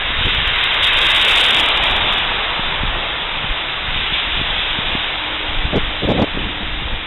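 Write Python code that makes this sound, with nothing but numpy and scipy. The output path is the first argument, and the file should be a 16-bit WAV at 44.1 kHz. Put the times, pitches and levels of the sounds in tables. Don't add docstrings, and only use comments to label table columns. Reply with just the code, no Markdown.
import sys
import numpy as np
from scipy import signal
from scipy.fft import rfft, irfft, next_fast_len
from scipy.io import wavfile
from scipy.ndimage import uniform_filter1d, map_coordinates

SR = 44100
rng = np.random.default_rng(int(sys.argv[2]) if len(sys.argv) > 2 else 0)


def waveform_to_disk(signal):
    frames = np.transpose(np.atleast_2d(signal))
    scaled = np.clip(frames, -1, 1) * 32767
    samples = np.round(scaled).astype(np.int16)
    wavfile.write(sys.argv[1], SR, samples)


N = 311346
TIME = np.arange(N) / SR


def amp(db):
    return 10 ** (np.asarray(db) / 20)


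def unit(x):
    return x / np.sqrt(np.mean(x ** 2) + 1e-20)


def curves(rows):
    times, *columns = np.transpose(rows)
    return [np.interp(TIME, times, column) for column in columns]


def wobble(rate):
    knots = rng.standard_normal(int(N * rate / SR) + 4)
    return map_coordinates(knots, [TIME * rate])


def filtered(x, response):
    size = next_fast_len(N + SR // 2)
    hz = np.fft.rfftfreq(size, 1 / SR)
    return irfft(rfft(x, size) * response(hz), size)[:N]


def lowpass(hz, edge_hz, order):
    return 1 / np.sqrt(1 + (hz / edge_hz) ** (2 * order))


def coloured(x, spectrum):
    point_hz, point_db = np.transpose(spectrum)

    def response(hz):
        return amp(np.interp(np.log(hz + 1), np.log(point_hz), point_db))

    return unit(filtered(x, response))


def rush(spectrum, patchy_db):
    cells = signal.stft(rng.standard_normal(N), nperseg=1024)[2]
    patches = uniform_filter1d(rng.standard_normal(cells.shape), size=3, axis=0)
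    patches = uniform_filter1d(patches, size=7, axis=1)
    noise = signal.istft(cells * amp(patchy_db * unit(patches)), nperseg=1024)[1][:N]
    return coloured(noise, spectrum)


def burst(start, length, edge):
    opening = np.tanh((TIME - start) / edge)
    closing = np.tanh((TIME - start - length) / edge)
    return (opening - closing) / 2


# time_s, share (0-1), gliding between points
ROAD_ECHO = [(0, 0.12), (.6, 0.1), (1.1, 0.2), (1.5, 0)]
# level_db (against the spray), lag_s (peak after the car is closest),
# breadth (of the swell, against the spray), far_traffic_db
SPRAY_BEAM = (0, 0, 1, -29.5)
SWISH_BEAM = (-6, -0.17, 1.54, -32.5)
ROAR_BEAM = (-11, 0.35, 2, -46)
DRONE_BEAM = (-13.5, 0.47, 1.41, -38.2)
# pitch_hz, level_db (per Hz)
SWISH_SPECTRUM = [(500, -32), (1000, -10), (1550, -2.5), (2100, -1), (2700, -5.5), (4000, -18.5),
                  (5000, -51)]
ROAR_SPECTRUM = [(350, -24), (650, -7.5), (900, -1.5), (1150, -2), (1500, -6), (2500, -24.5), (5000, -60)]
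DRONE_SPECTRUM = [(30, -8), (90, -2), (170, -6.5), (280, -3), (430, 0), (650, 1), (900, 0), (1600, -24.5),
                  (4000, -61.5)]


def tyres():
    spray_db, swish_db = passing(SPRAY_BEAM, wet=True), passing(SWISH_BEAM, wet=True)
    roar_db, drone_db = passing(ROAR_BEAM, wet=False), passing(DRONE_BEAM, wet=False)
    echo_share, = curves(ROAD_ECHO)
    film_db = 0.2 * wobble(22)
    spray = unit(rush(SPRAY_SPECTRUM, patchy_db=1.35) + amp(-12.0) * droplets(per_second=1500))
    sound = np.hypot(amp(spray_db + film_db), puddles()) * spray
    sound += amp(swish_db) * rush(SWISH_SPECTRUM, patchy_db=0.76)
    sound += amp(roar_db) * rush(ROAR_SPECTRUM, patchy_db=0.67)
    sound += amp(drone_db) * rush(DRONE_SPECTRUM, patchy_db=1.93)
    echo = np.interp(TIME - .00189, TIME, sound)
    return (sound + echo_share * echo) / np.sqrt(1 + echo_share ** 2)


# closest_s, tyre_level_db,
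# span_s (time to cover its own distance from the microphone), water_db (extra from the wet lane)
PASSES = [(1.3, -13.5, .39, 0.73), (2.5, -21, .11, -12), (4.6, -21.8, .42, 0), (5.75, -27.5, .5, -1)]


def passing(beam, wet):
    level_db, lag, breadth, far_db = beam
    power = amp(far_db) ** 2
    for closest, tyre_db, span, water_db in PASSES:
        along_road = (TIME - closest - lag) / (span * breadth)
        peak_db = tyre_db + level_db + wet * water_db
        power = power + amp(peak_db) ** 2 / (1 + along_road ** 2)
    return 10 * np.log10(power)


# start_s, level_db (before the fade), length_s
SPLASHES = [(0.169, -20.5, 0.54), (0.635, -16.5, 0.0073), (0.828, -13.5, 0.064), (1.373, -12.5, .06),
            (1.858, -18, .032), (2.084, -18, 0.045), (3.92, -22.5, .6), (4.134, -20.5, 0.082),
            (4.86, -22.5, 0.23)]


def puddles():
    gain = 0
    for start, db, length in SPLASHES:
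        fade = np.exp(-np.abs(TIME - start) / length)
        gain = gain + amp(db) * burst(start, length, edge=length / 10) * fade
    return gain


# pitch_hz, level_db (per Hz)
SPRAY_SPECTRUM = [(900, -35.5), (1800, -17), (2400, -2.5), (3000, 0), (3550, 3), (4000, 0), (4400, -40.5)]


def droplets(per_second):
    hits = rng.random(N) < per_second / SR
    return coloured(hits * rng.standard_normal(N), SPRAY_SPECTRUM)


# start_s, length_s, level_db
GUSTS = [(.249, 0.041, -25.5), (5.729, .055, -14.5), (6.021, .034, -18.5), (6.073, .052, -13.5),
         (6.132, .038, -19), (6.177, 0.067, -13), (6.339, 0.174, -29), (6.606, 0.032, -28)]
GUST_EDGE_HZ, GUST_DB_PER_OCTAVE, HARD_GUST_DB = 730, 14, -13.5


def gusts():
    out = np.zeros(N)
    buffets = amp(2.4 * wobble(150))
    for start, length, db in GUSTS:
        edge_hz = GUST_EDGE_HZ * 2 ** ((db - HARD_GUST_DB) / GUST_DB_PER_OCTAVE)

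        def turbulence(hz):
            top = lowpass(hz, edge_hz, order=3) * lowpass(hz, 270, order=1)
            return top * hz / np.hypot(hz, 150)

        churn = buffets * filtered(rng.standard_normal(N), turbulence)
        gate = burst(start, length, edge=.003)
        rms_in_gate = np.sqrt(np.average(churn ** 2, weights=gate + 1e-12))
        out += amp(db) * gate * churn / rms_in_gate
    return out


# centre_s, peak_db (approximate), half_width_s
EDDIES = [(.19, -15.5, 0.0034), (.256, -14, .003), (.385, -18.5, .0027), (.478, -16, 0.0045),
          (2.596, -17.5, .0012), (2.815, -19, .0065), (2.836, -14, .0014), (2.885, -16.5, 0.0058),
          (3.445, -20.5, .0013), (3.511, -14, .0076), (4.125, -21.5, .0014), (4.399, -19, 0.0021),
          (4.415, -17, .001), (4.79, -15.5, 0.0013), (4.953, -12, .0009), (5.555, -18, .011),
          (5.592, -16, .01), (5.654, -14.5, 0.0031), (6.056, -13.5, 0.0039), (6.375, -12.5, 0.00073),
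          (6.861, -18, .0042)]


def eddies():
    out = np.zeros(N)
    for centre, db, width in list(EDDIES) + small_eddies(count=18):
        u = (TIME - centre) / width
        near = np.abs(u) < 10
        distance = np.abs(u[near])
        out[near] += amp(db) * u[near] * np.exp(1 - distance * (1 + distance) / 2)
    return out


SMALL_EDDY_DB, SMALL_EDDY_S = 2, .0018


def small_eddies(count):
    wind_db = wind_level()
    odds = np.cumsum(amp(wind_db))
    at = np.searchsorted(odds, rng.random(count) * odds[-1])
    widths = SMALL_EDDY_S * np.exp(.5 * rng.standard_normal(count))
    return list(zip(TIME[at], wind_db[at] + SMALL_EDDY_DB, widths))


# pitch_hz, level_db (per Hz)
RUMBLE_SPECTRUM = [(8, -18.5), (18, 7.5), (35, 0.5), (65, -4), (110, -13.5), (200, -21), (400, -38),
                   (1000, -63.5)]


def wind():
    wind_db = wind_level()
    lumps = wobble(26)
    rumble = coloured(rng.standard_normal(N), RUMBLE_SPECTRUM)
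    rumble = amp(wind_db - 1.1 + 2.1 * lumps) * rumble
    flutter = unit(filtered(rng.standard_normal(N), lambda hz: lowpass(hz, 260, order=3)))
    return rumble + amp(1.38 * wind_db - 4.5 + 2.2 * lumps) * flutter


# centre_s, level_db, half_width_s (standard deviation of the bell)
SWELLS = [(.27, -21.5, .14), (1, -29, .2), (2, -27, .25), (2.83, -24.5, .1), (3.42, -32, .06),
          (3.94, -25, .08), (4.43, -26, .12), (4.88, -24.5, .07), (5.72, -24, .14), (6.38, -26, .1),
          (6.83, -23.5, .12)]
BREEZE_DB = -33.5


def wind_level():
    power = amp(BREEZE_DB) ** 2
    for centre, db, width in SWELLS:
        power = power + amp(db) ** 2 * np.exp(-((TIME - centre) / width) ** 2 / 2)
    return 10 * np.log10(power)


# time_s, fundamental_db, second_harmonic_db, gliding between points
ENGINE_LEVELS = [(2.2, -55.5, -59.5), (2.7, -45, -53), (3.6, -44, -51), (4.7, -54, -44), (5.4, -58, -41),
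                 (7.06, -58, -44.5)]
FIRING_HZ, FIRING_DRIFT = 150.9, .01


def engine():
    first_db, second_db = curves(ENGINE_LEVELS)
    hz = FIRING_HZ * (1 + FIRING_DRIFT * (wobble(14) + wobble(1.5)))
    phase = 2 * np.pi * np.cumsum(hz) / SR
    hum = amp(first_db) * np.sin(phase) + amp(second_db) * np.sin(2 * phase)
    fading_db = 2 * wobble(9)
    return np.sqrt(2) * hum * amp(fading_db)


def scene():
    street = tyres() + engine()
    microphone_wind = wind() + eddies() + gusts()
    return (street + microphone_wind)[None]


BAND_HZ, TOP_HZ = 3784, 15900


def record(dry):
    narrow = filtered(dry[0], lambda hz: lowpass(hz, BAND_HZ, order=28) * lowpass(hz, 4117, order=90))
    ceiling, hardness = .52, 16
    clipped = narrow / (1 + np.abs(narrow / ceiling) ** hardness) ** (1 / hardness)
    return filtered(clipped, lambda hz: hz < TOP_HZ)[None]


dry = scene()
out = record(dry)
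waveform_to_disk(out)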